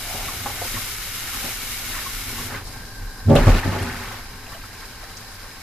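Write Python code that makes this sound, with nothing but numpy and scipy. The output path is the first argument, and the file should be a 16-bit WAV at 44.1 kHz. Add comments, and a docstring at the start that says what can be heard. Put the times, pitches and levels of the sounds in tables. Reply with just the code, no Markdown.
"""Rinsing a pan in a steel sink

Close up at the sink, stereo microphone. A tap runs into an iron pan while a hand swishes the water, so
that it sprays, gurgles and clunks. The hand leaves; the soft stream, singing spout and ringing pan stay.
The pan is tipped: water slaps and drums on the steel, which booms lower once flooded, then babbles away."""
import sys
import numpy as np
from scipy import signal
from scipy.fft import rfft, irfft, next_fast_len
from scipy.io import wavfile
from scipy.ndimage import uniform_filter1d, map_coordinates

SR = 44100
rng = np.random.default_rng(int(sys.argv[2]) if len(sys.argv) > 2 else 0)


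def dump_mix(stems):
    """Bounce the given channels to the path in sys.argv[1] as a 16-bit WAV at rate SR."""
    frames = np.atleast_2d(stems).T  # one column per channel
    limited = np.clip(frames, -1, 1)  # hard clip at full scale
    pcm = np.round(limited * 32767).astype(np.int16)
    wavfile.write(sys.argv[1], SR, pcm)


N = 247842

# Tone of the water from close by. Each row: frequency in Hz, gain in dB.
STREAM_SPECTRUM = [(40, 10.5), (200, 4), (700, 1), (1900, -7.5), (2700, -14), (4800, 1.5), (6000, -7),
                   (9000, -9.5), (11300, -8.5), (14200, -19)]
DROPLET_SPECTRUM = [(400, -43), (1200, 1), (2200, 1.5), (2850, 2), (3250, 1), (3800, -0.5), (5000, -1.5),
                    (7000, -2), (8800, -5), (11000, 0), (13000, -0.5), (14100, -2.5)]
BUBBLE_SPECTRUM = [(250, -36), (500, -2.5), (800, -0.5), (1400, 2.5), (2100, 2.5), (2900, -2.5), (5000, -7),
                   (9000, -15.5)]
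SPLASH_SPECTRUM = [(200, 11), (600, 14.5), (1200, 6), (2200, -3.5), (3200, -8), (4500, -14), (8000, -15.5),
                   (14200, -60)]
SOFT_BLOW_SPECTRUM = [(1100, 2), (1700, 8), (3000, 3.5), (6000, -46)]  # water is a soft hammer and leaves the treble still
RUMBLE_SPECTRUM = [(10, -15), (28, -2), (45, -7.5), (65, -22), (130, -47), (400, -80)]
GULP_SPECTRUM = [(300, -14), (520, -1.5), (760, 3), (1000, -2), (1600, -7)]
# Stereo width at the microphone. Each row: frequency in Hz, side gain in dB.
SIDE_SPECTRUM = [(30, -42), (70, -15), (150, -25.5), (300, -12), (600, -9), (1400, -9.5), (2800, -4),
                 (5500, 0.5), (13000, -.5)]

# Resonances around the sink. Each row: pitch in Hz, bandwidth in Hz, gain in dB.
SPRAYED_PAN_MODES = [(1450, 120, -1), (1753, 68, -1.5), (1954, 75, 1.5), (2132, 91, 5.5), (2870, 130, -8),
                     (3510, 99, -2), (3824, 120, 0), (5010, 180, -2)]
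SPRAYED_SINK_MODES = [(176, 18, -6), (236, 25, -4), (256, 11, -12), (315, 150, -20)]
BARE_FLOOR_MODES = [(106.4, 11, 0.5), (145.2, 19, 6.5), (233.6, 26, 6), (268, 16, 2.5), (335, 14, -0.5),
                    (406, 19, 2.5), (515, 16, 0.5), (561, 12.4, 6.5), (621, 21, 1), (695, 20, -5),
                    (777, 53, 2.5), (875, 26, 3), (1160, 15, -2.5)]
FLOODED_FLOOR_MODES = [(66.7, 7.5, -3), (92.5, 16, 11.5), (107.4, 7.7, 7), (174.3, 22.5, -1),
                       (236.6, 13.6, 3.5), (262.3, 6.1, -3), (338.5, 14, -4.5), (391.3, 15, -4),
                       (680, 15, -9.5), (813, 100, -9)]
SPOUT_MODES = [(783, 23, 0.5), (905, 25, -2.5), (1052, 62, -1), (1587, 83, -7), (1770, 62, -5),
               (4010, 53, -3.5), (4420, 40, -7.5), (5010, 85, -5.5), (5170, 54, -9.5)]
JET_HOLLOW_MODES = [(736, 230, 0)]
PAN_RING_MODES = [(1572, 100, -3)]
BASIN_SWAY_MODES = [(35.93, 5.4, -1), (47, 8.8, -14)]
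SINK_RING_MODES = [(172, 13.6, -8), (242.4, 9, 1), (384, 20, -1), (531, 14, -13), (698, 14.4, -3.5),
                   (858, 14.2, -3)]
# The clunk's modes, damped by water. Each row: pitch in Hz, gain in dB, seconds to fall 60 dB.
DAMPED_CLUNK_MODES = [(380, -12, .05), (504, -7.5, 0.052), (708, -2.5, 0.091), (826, 7, 0.055),
                      (890, -5, 0.047), (1060, -3, 0.036), (1270, -14, 0.029)]

# Sloshes as the hand or pan moves. Each row: crest in seconds, width in seconds, then relative levels
# in dB of bubbles, gulps, spray and floor.
SLOSH_SURGES = [(.19, 0.069, -38.5, -43.5, -52, -44), (.47, 0.22, -43.5, -51, -67, -38.5),
                (.78, 0.13, -42, -49, -35.5, -54), (1.42, 0.14, -44, -46.5, -35, -51),
                (1.74, 0.064, -56, -49, -36.5, -61), (1.96, 0.084, -37.5, -51, -39.5, -44),
                (2.4, 0.14, -49, -59, -59, -36.5), (2.548, 0.052, -36.5, -41.5, -46, -36),
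                (2.77, 0.069, -46, -51, -50, -43.5), (3.03, 0.041, -58, -69, -60, -39),
                (3.585, 0.021, -31, -50, -52, -45), (3.96, 0.098, -46, -59, -47.5, -52),
                (4.14, 0.062, -42, -59, -48, -54), (4.535, 0.045, -47, -49.5, -47, -61),
                (5.03, 0.025, -47, -47, -59, -54), (5.2, 0.04, -60, -67, -52, -47),
                (5.45, 0.013, -54, -46, -71, -51)]
# Sheets of water landing. Each row: start, rise and fade in seconds, relative levels in dB of bare
# steel, flooded steel and splash, favoured pitch in Hz.
SHEET_LANDINGS = [(.135, 0.012, 0.017, -35.5, -58, -55, 400), (0.439, 0.013, 0.04, -41, -50, -57, 280),
                  (.734, 0.012, 0.034, -40, -36, -54, 248), (.765, 0.011, 0.033, -48, -35.5, -56, 90),
                  (1.432, 0.015, 0.028, -35.5, -54, -45, 287), (2.515, 0.013, 0.043, -42.5, -40, -49, 250),
                  (3.245, 0.04, 0.051, -38, -16.5, -64, 100), (3.271, 0.043, 0.051, -10, -25, -26, 186),
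                  (3.351, 0.003, 0.031, -16, -30, -17.5, 600), (3.459, 0.016, 0.04, -22, -13, -18, 105),
                  (3.535, 0.0096, 0.034, -36, -20.5, -36, 334), (3.651, 0.009, 0.034, -27, -16, -45, 140),
                  (3.712, 0.018, 0.028, -42, -29, -29.5, 696), (3.746, 0.0073, 0.044, -47, -32, -34, 380),
                  (3.8, 0.011, 0.072, -40, -27, -50, 240)]
# Large air pockets closing. Each row: start in seconds, level in dB, pitch in Hz.
AIR_POCKETS = [(.283, -23, 1110), (.745, -20, 1920), (0.768, -24, 1040), (1.275, -24, 1340),
               (1.335, -27, 1240), (1.949, -19.5, 1870), (1.961, -27, 1075), (2.059, -21.5, 1025),
               (2.383, -24.5, 1070), (3.633, -20, 840), (3.728, -15, 1047), (3.865, -22, 1420),
               (3.897, -21, 1740), (3.955, -23, 1450), (4.01, -28.5, 843), (4.14, -31, 1930),
               (4.176, -32, 697), (4.465, -31, 2410), (4.52, -29.5, 1080), (4.541, -30, 2920),
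               (4.548, -31.5, 660), (4.613, -30, 2400), (4.637, -31, 1250), (4.705, -32, 1740),
               (4.824, -28.5, 1620), (5.012, -34, 1026), (5.052, -33, 1880), (5.11, -34, 1280),
               (5.444, -29, 1070)]
# The pan rocking and being handled. Each row: start in seconds, relative level in dB, brightness in Hz.
ROCKING_CONTACTS = [(.46, -14, 990), (0.5, -27, 820), (.616, -20.5, 563), (.65, -28.5, 510)]
HANDLING_KNOCKS = [(2.852, -40, 4500), (3.3, -31.5, 3000), (3.353, -28, 9600), (3.3607, -15, 2920),
                   (3.3643, -30, 3160), (3.634, -18.5, 1510), (3.826, -33, 9000), (5.169, -32.5, 5870)]
# Air dragged under. Each row: crest in seconds, width in seconds, level in dB.
GURGLE_SURGES = [(.762, .018, -40), (1.28, 0.014, -41), (1.345, .015, -42), (1.965, 0.033, -36),
                 (2.07, 0.023, -46), (2.41, 0.023, -40), (2.548, 0.036, -35.5), (4.53, .018, -44),
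                 (4.838, .012, -43), (5.04, .025, -46)]
# The jet first lands unbroken on the pan. One row: crest in seconds, width in seconds, level in dB.
JET_LANDING = (2.55, 0.031, -39)
# The basin lurches under a shifting load. Each row: crest in seconds, relative level in dB.
BASIN_LURCHES = [(3.05, -28.5), (3.41, -13), (3.52, -9), (3.68, -29)]

POUR_S, POUR_RISE_S, LIFT_S = 3.31, 0.083, 4.46  # the pan is tipped, then lifted clear


def amp(db):
    """Decibels to gain."""
    return 10 ** (np.asarray(db) / 20)


def unit(x):
    """x at rms 1."""
    return x / np.sqrt(np.mean(x ** 2) + 1e-20)


def steady(x, span):
    """x with its level held at rms 1 over span seconds."""
    return x / np.sqrt(np.abs(uniform_filter1d(x * x, max(int(span * SR), 2))) + 1e-20)


def wobble(rate):
    """A smooth random curve, rate knots a second."""
    knots = rng.standard_normal(int(N * rate / SR) + 4)
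    return map_coordinates(knots, [np.arange(N) * rate / SR])


def until(end, fade):
    """1 up to the end time, then dying away."""
    return np.exp(-np.maximum(np.arange(N) / SR - end, 0) / fade)


def since(start, rise):
    """0 before the start time, then rising evenly to 1."""
    return np.clip((np.arange(N) / SR - start) / rise, 0, 1)


def swell(crest, width):
    """A rounded surge of height 1."""
    return np.exp(-.5 * np.minimum(np.abs(np.arange(N) / SR - crest) / width, 10) ** 2)


def together(*parts):
    """Gain of unrelated (dB, envelope) contributions, whose powers add."""
    return np.sqrt(sum((amp(db) * envelope) ** 2 for db, envelope in parts))


def filtered(x, response):
    """x times a complex response of frequency."""
    size = next_fast_len(N + SR // 2)
    return irfft(rfft(x, size) * response(np.fft.rfftfreq(size, 1 / SR)), size)[..., :N]


def coloured(x, spectrum):
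    """x shaped by (Hz, dB) points on a log axis."""
    hz, db = np.transpose(spectrum)
    return filtered(x, lambda f: amp(np.interp(np.log(f + 1), np.log(hz), db)))


def resonate(x, modes):
    """x rung through (Hz, width, dB) resonances."""
    return filtered(x, lambda f: sum(amp(db) * 1j * f * width / (hz * hz - f * f + 1j * f * width)
                                     for hz, width, db in modes))


def ring(modes, size, wake=1e-9):
    """Modes that drift as water shifts on the steel, rms 1; each builds up over wake seconds per Hz."""
    hz, width, db = np.transpose(modes)[:, :, None]
    hold = SR // 50
    drift = np.repeat(rng.standard_normal((len(modes), size // hold + 1)), hold, axis=1)[:, :size]
    turns = np.cumsum(hz + .5 * width * drift, axis=1) / SR + rng.random(hz.shape)
    build = 1 - np.exp(-(np.arange(size) / SR / (wake * hz)) ** 2)
    return unit(np.sum(amp(db) * build * np.sin(2 * np.pi * turns), axis=0))


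def focused(modes, focus_hz, db_per_octave=3.5):
    """The modes as woken by a blow that favours one pitch."""
    return [(hz, width, db - db_per_octave * abs(np.log2(hz / focus_hz))) for hz, width, db in modes]


def bent(pair, share, rate):
    """Pitches bend up and down by a share of themselves as the water shifts."""
    at = np.arange(N) + np.cumsum(share * wobble(rate))
    return np.array([map_coordinates(x, [at], mode="mirror") for x in pair])


def band_noise(low_hz, high_hz, size):
    """Noise between two frequencies, rms 1."""
    band = signal.butter(2, [low_hz, high_hz], "bandpass", fs=SR)
    return unit(signal.lfilter(*band, rng.standard_normal(size)))


def patter(rate, spread_db):
    """Two unrelated trains of drop impacts of uneven size, rms 1."""
    drops, hit = np.zeros((2, N)), rng.random((2, N)) < rate / SR
    push, size = rng.standard_normal((hit.sum(), 2)).T
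    drops[hit] = push * amp(spread_db * size)
    return unit(drops)


def spatter(rate, fade, depth):
    """Gain of a flow that arrives in gobs: each lands at once and dies away."""
    gobs = (rng.random(N) < rate / SR) * rng.exponential(size=N)
    flow = signal.lfilter([1], [1, -np.exp(-1 / (fade * SR))], gobs)
    return unit(np.sqrt(1 + depth * flow))


def bubble(t, hz, t60, rise):
    """A bubble rings and sharpens as it nears the surface."""
    age = t / t60
    return np.sin(2 * np.pi * hz * t * (1 + rise * age / 2)) * amp(-60 * age) * (1 - np.exp(-2 * hz * t))


def bubbles(count, size, low_hz, high_hz, cycles, spread_db, rise):
    """Two clouds of bubbles spread evenly in pitch, each bubble size samples long, rms 1."""
    when, pitch, life, chance = rng.random((count, 4)).T[:, :, None]
    hz = low_hz * (high_hz / low_hz) ** pitch
    k = np.arange(size)
    strength = hz * amp(spread_db * -np.log(0.039 + chance))
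    rings = strength * bubble(k / SR, hz, cycles * (.5 + life) / hz, rise)
    cloud = np.bincount(((when * 2 * N).astype(int) + k).ravel(), rings.ravel(), 2 * N)
    return unit(cloud[:2 * N].reshape(2, N))


def stereo(pair):
    """Left and right from a mid and a side signal; the bass stays central."""
    mid, side = pair[0], coloured(pair[1], SIDE_SPECTRUM)
    return np.array([mid + side, mid - side])


def echoes(x, t60):
    """x scattered between the sink walls."""
    t = np.arange(SR // 3) / SR
    tail = rng.standard_normal(len(t)) * amp(-60 * t / t60) * (t > .0015)
    return signal.fftconvolve(x, tail / np.linalg.norm(tail))[:N]


def in_sink(x, wet_db, t60):
    """Direct sound dead ahead of the microphone, wall echoes to both sides."""
    return stereo([x + amp(wet_db) * echoes(x, t60), echoes(x, t60)])


def walls(pair):
    """The close steel walls return a few weak, quick copies, different at each side."""
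    delays, gains = rng.uniform(.0006, .005, (2, 6)), rng.choice([-.11, .11], (2, 6))
    out = pair.copy()
    for side, x in enumerate(pair):
        for delay, gain in zip(delays[side], gains[side]):
            out[side] += gain * np.pad(x, (round(delay * SR), 0))[:N]
    return out


def hand():
    """1 while the hand breaks the jet, fading as it is drawn away."""
    return until(2.457, fade=0.062)


def surges(layer):
    """(dB, envelope) of every slosh as heard in one layer."""
    column = ["bubbles", "gulps", "spray", "floor"].index(layer)
    return [(levels[column], swell(crest, width)) for crest, width, *levels in SLOSH_SURGES]


def pour(thinning_db_per_s=10.5):
    """Flow over the rim of the tipped pan: it starts fast, thins, dips once and runs dry."""
    age = np.maximum(np.arange(N) / SR - POUR_S, 0)
    flow_db = -2 * swell(3.618, width=0.017) - thinning_db_per_s * age
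    return since(POUR_S, POUR_RISE_S) * amp(flow_db) * until(4.15, fade=0.072)


def tap():
    """The aerated stream rustles softly in gobs, just left of centre."""
    stream = unit(coloured(patter(rate=9000, spread_db=2), STREAM_SPECTRUM))
    gain = amp(-47.5 + 2.3 * wobble(18)) * spatter(rate=63, fade=0.0091, depth=1)
    return stereo(stream * gain) * amp([[.5], [-.5]])


def spray():
    """The jet shatters into fine drops and bursting bubbles; drops ring the pan and patter on the sink."""
    drops = patter(rate=14000, spread_db=-1)
    froth = bubbles(count=7000, size=220, low_hz=1800, high_hz=13200, cycles=13, spread_db=1, rise=0.096)
    hiss = unit(coloured(drops + amp(-19) * froth, DROPLET_SPECTRUM))
    pan = resonate(patter(rate=6000, spread_db=1), SPRAYED_PAN_MODES)
    pan = unit(bent(pan, share=0.015, rate=9))
    steel = unit(resonate(patter(rate=1200, spread_db=-3.5), SPRAYED_SINK_MODES))
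    mix = (hiss + amp(-8.5) * pan) * spatter(rate=44, fade=0.021, depth=0.13) + amp(-20) * steel
    gain = together((-49.5, 1), (-34.5, hand()), (-43.5, pour()), *surges("spray"))
    return stereo(mix * gain * amp(1 + 0.17 * wobble(38))) * amp([[.55], [-.55]])


def babble():
    """Stirred water folds in clumps of bubbles over a wash of small splashes."""
    cloud = bubbles(count=4500, size=480, low_hz=487.5, high_hz=4666, cycles=59, spread_db=1, rise=0.33)
    water = unit(coloured(cloud + amp(9.5) * patter(rate=6000, spread_db=1.5), BUBBLE_SPECTRUM))
    draining = since(POUR_S, POUR_RISE_S)
    gain = together((-46, hand()), (-29.5, pour()), (-46.5, draining), *surges("bubbles"))
    clumps = spatter(rate=77, fade=0.039, depth=0.44)
    return stereo(water * clumps * gain * amp(-2 + 0.4 * wobble(25.16))) * amp([[.4], [-.4]])


def drumming():
    """Falling water drums the wet steel over a deep rumble; the pan passes both on until it is lifted."""
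    floor = resonate(patter(rate=1500, spread_db=0), FLOODED_FLOOR_MODES)
    floor = steady(coloured(floor, SOFT_BLOW_SPECTRUM), span=0.12)
    rumble = unit(coloured(rng.standard_normal((2, N)), RUMBLE_SPECTRUM))
    resting = until(LIFT_S, fade=0.65)
    weight = pour() ** 2.22  # the pour's weight on the floor falls faster than its flow
    load = together((-48, 1), (-45.5, resting), (-22.5, weight), *surges("floor"))
    return stereo(floor * load + rumble * together((-47.5, 1), (-40.5, resting)))


def spout(shielded_db=-4, lifted_db=-1):
    """Even flow through the valve keeps the spout singing; the hand shields it from the microphone."""
    singing = steady(resonate(rng.standard_normal((2, N)), SPOUT_MODES), span=0.052)
    level_db = -48 + shielded_db * hand() + lifted_db * since(POUR_S, LIFT_S - POUR_S)
    return stereo(singing * amp(level_db + 1.5 * wobble(21.94)))


def burble():
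    """The jet bores a hollow in the water, where churning air holds one rough, low note."""
    churn = resonate(rng.standard_normal((2, N)), JET_HOLLOW_MODES)
    note = steady(resonate(churn, JET_HOLLOW_MODES), span=0.02)
    return stereo(note * swell(0.18, width=0.12) * amp(-40 + 1.7 * wobble(67)))


def gulps():
    """Where water folds over itself it traps larger, lower bubbles."""
    cloud = bubbles(count=1300, size=700, low_hz=452, high_hz=1257, cycles=20, spread_db=1.5, rise=0.29)
    cloud = unit(coloured(cloud, GULP_SPECTRUM))
    return stereo(cloud * together((-39.5, pour()), *surges("gulps")))


def slaps():
    """Each sheet of water booms the steel floor, lowest modes first, and throws up a splash."""
    t = np.arange(SR // 3) / SR
    boom, thrown = np.zeros((2, N)), np.zeros(N)
    for start, rise, fade, bare_db, flooded_db, splash_db, focus_hz in SHEET_LANDINGS:
        force = np.minimum(t / rise, 1) * np.exp(-np.maximum(t - rise, 0) / fade)
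        wake = rise / 795  # a mode at 795 Hz needs the sheet's whole rise time to wake
        for channel in boom:
            bare = amp(bare_db) * ring(focused(BARE_FLOOR_MODES, focus_hz), len(t), wake)
            flooded = amp(flooded_db) * ring(focused(FLOODED_FLOOR_MODES, focus_hz), len(t), wake)
            channel[round(start * SR):][:len(t)] += force * (bare + flooded)
        thrown[round(start * SR):][:len(t)] += force * amp(splash_db)
    splash = unit(coloured(patter(rate=8000, spread_db=-1), SPLASH_SPECTRUM))
    return stereo(coloured(boom, SOFT_BLOW_SPECTRUM) + thrown * splash)


def plops(cycles=37, shed_db_per_s=350):
    """Each large air pocket closes, sheds a quick cluster of weaker bubbles and has its own echo."""
    t, out = np.arange(SR // 8) / SR, np.zeros((2, N + SR))
    for start, db, hz in AIR_POCKETS:
        t60 = cycles / hz
        cluster = amp(-4.5) * bubble(t, hz, t60, rise=0.2)
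        for late, shift in zip(rng.exponential(0.016, size=12), rng.standard_normal(size=12)):
            shed = bubble(np.maximum(t - late, 0), hz * np.exp(0.1 + 0.24 * shift), 0.47 * t60, rise=0.15)
            cluster += amp(-11.5 - shed_db_per_s * late) * shed
        tails = rng.standard_normal((2, len(t))) * amp(-60 * t / 0.1)
        wet = signal.fftconvolve(cluster[None], tails, axes=1)[:, :len(t)]
        wet *= np.linalg.norm(cluster) / np.linalg.norm(wet, axis=1, keepdims=True)
        out[:, round(start * SR):][:, :len(t)] += amp(db) * np.array([cluster + amp(1.5) * wet[0], wet[1]])
    return stereo(out[:, :N] * amp(1.2 * wobble(260)))  # the churning water shakes each ring


def clunks(spread_octaves=0.25, attack_s=0.0011, squelch_t60=0.071):
    """The full pan rocks: iron meets steel with a hollow clunk and squeezes out a film of water."""
    t, out = np.arange(SR // 8) / SR, np.zeros(N + SR)
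    hz, mode_db, t60 = np.transpose(DAMPED_CLUNK_MODES)[:, :, None]
    attack = 1 - np.exp(-t / attack_s)
    for start, db, bright_hz in ROCKING_CONTACTS:
        woken = np.exp(-.5 * (np.log2(hz / bright_hz) / spread_octaves) ** 2) * amp(mode_db)
        modes = woken / np.linalg.norm(woken) * amp(-60 * t / t60) * np.sin(2 * np.pi * hz * t)
        squelch = band_noise(bright_hz / 2, bright_hz * 1.6, len(t)) * amp(-9.5 - 60 * t / squelch_t60)
        out[round(start * SR):][:len(t)] += amp(db) * (modes.sum(axis=0) + squelch) * attack
    return in_sink(out[:N], wet_db=-10, t60=0.081)


def gurgle():
    """Air dragged under makes rounder bubbles, which ring longer and glide upward."""
    cloud = bubbles(count=3200, size=1400, low_hz=955, high_hz=2060, cycles=82, spread_db=0, rise=0.067)
    dragged = [(db, swell(crest, width)) for crest, width, db in GURGLE_SURGES]
    return stereo(steady(cloud, span=0.055) * together((-34.5, pour()), *dragged))


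def pan_ring():
    """The unbroken jet rings the iron pan on landing and once the water settles; less after tipping."""
    struck = resonate(patter(rate=9000, spread_db=0.5), PAN_RING_MODES)
    tone = steady(resonate(struck, PAN_RING_MODES), span=0.05)
    settled = together((-47.5, until(POUR_S, POUR_RISE_S)), (-53, 1)) * since(2.69, rise=0.069)
    crest, width, db = JET_LANDING
    landing = amp(db) * swell(crest, width)
    return stereo(tone * (settled + landing) * amp(0.8 * wobble(60)))


def knocks(tick_t60=0.057):
    """The wet pan clacks and ticks briefly as it is gripped and turned."""
    t, out = np.arange(SR // 20) / SR, np.zeros(N + SR)
    for start, db, hz in HANDLING_KNOCKS:
        tick = band_noise(hz / 1.25, hz * 1.25, len(t))
        out[round(start * SR):][:len(t)] += amp(db - 5 - 60 * t / tick_t60) * tick
    return in_sink(out[:N], wet_db=-5.5, t60=0.069)


def sway():
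    """The whole basin sways in its lowest modes as the mass of water arrives."""
    load = together(*[(db, swell(crest, width=0.04)) for crest, db in BASIN_LURCHES])
    return coloured(ring(BASIN_SWAY_MODES, N) * load, [(60, -3), (300, -40)])


def drain():
    """The poured water runs off to the drain in separate bubbles."""
    cloud = bubbles(count=1500, size=1400, low_hz=900, high_hz=2400, cycles=40, spread_db=1.5, rise=0.25)
    return stereo(cloud * together((-55, since(POUR_S, POUR_RISE_S)), (-37, pour())))


def sink_ring():
    """The last of the pour keeps the flooded basin ringing on a few hollow notes."""
    notes = np.array([ring(SINK_RING_MODES, N), ring(SINK_RING_MODES, N)])
    envelope = since(3.66, rise=0.035) * until(3.76, fade=0.17)
    return stereo(notes * envelope * amp(-34 + wobble(20)))


def scene():
    """Everything sounds at the one sink, close in front of the microphone."""
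    water = walls(tap() + spray() + babble() + gulps() + gurgle() + drain())
    held_tones = burble() + spout() + pan_ring() + drumming() + sink_ring() + sway()
    return water + held_tones + slaps() + plops() + clunks() + knocks()


def record(dry, ceiling=0.95, top_hz=14350):
    """The microphone rounds off the highest peaks and keeps nothing above its band limit."""
    rounded = dry / (1 + np.abs(dry / ceiling) ** 6) ** (1 / 6)
    return filtered(rounded, lambda hz: hz < top_hz)


dry = scene()
out = record(dry)
dump_mix(out)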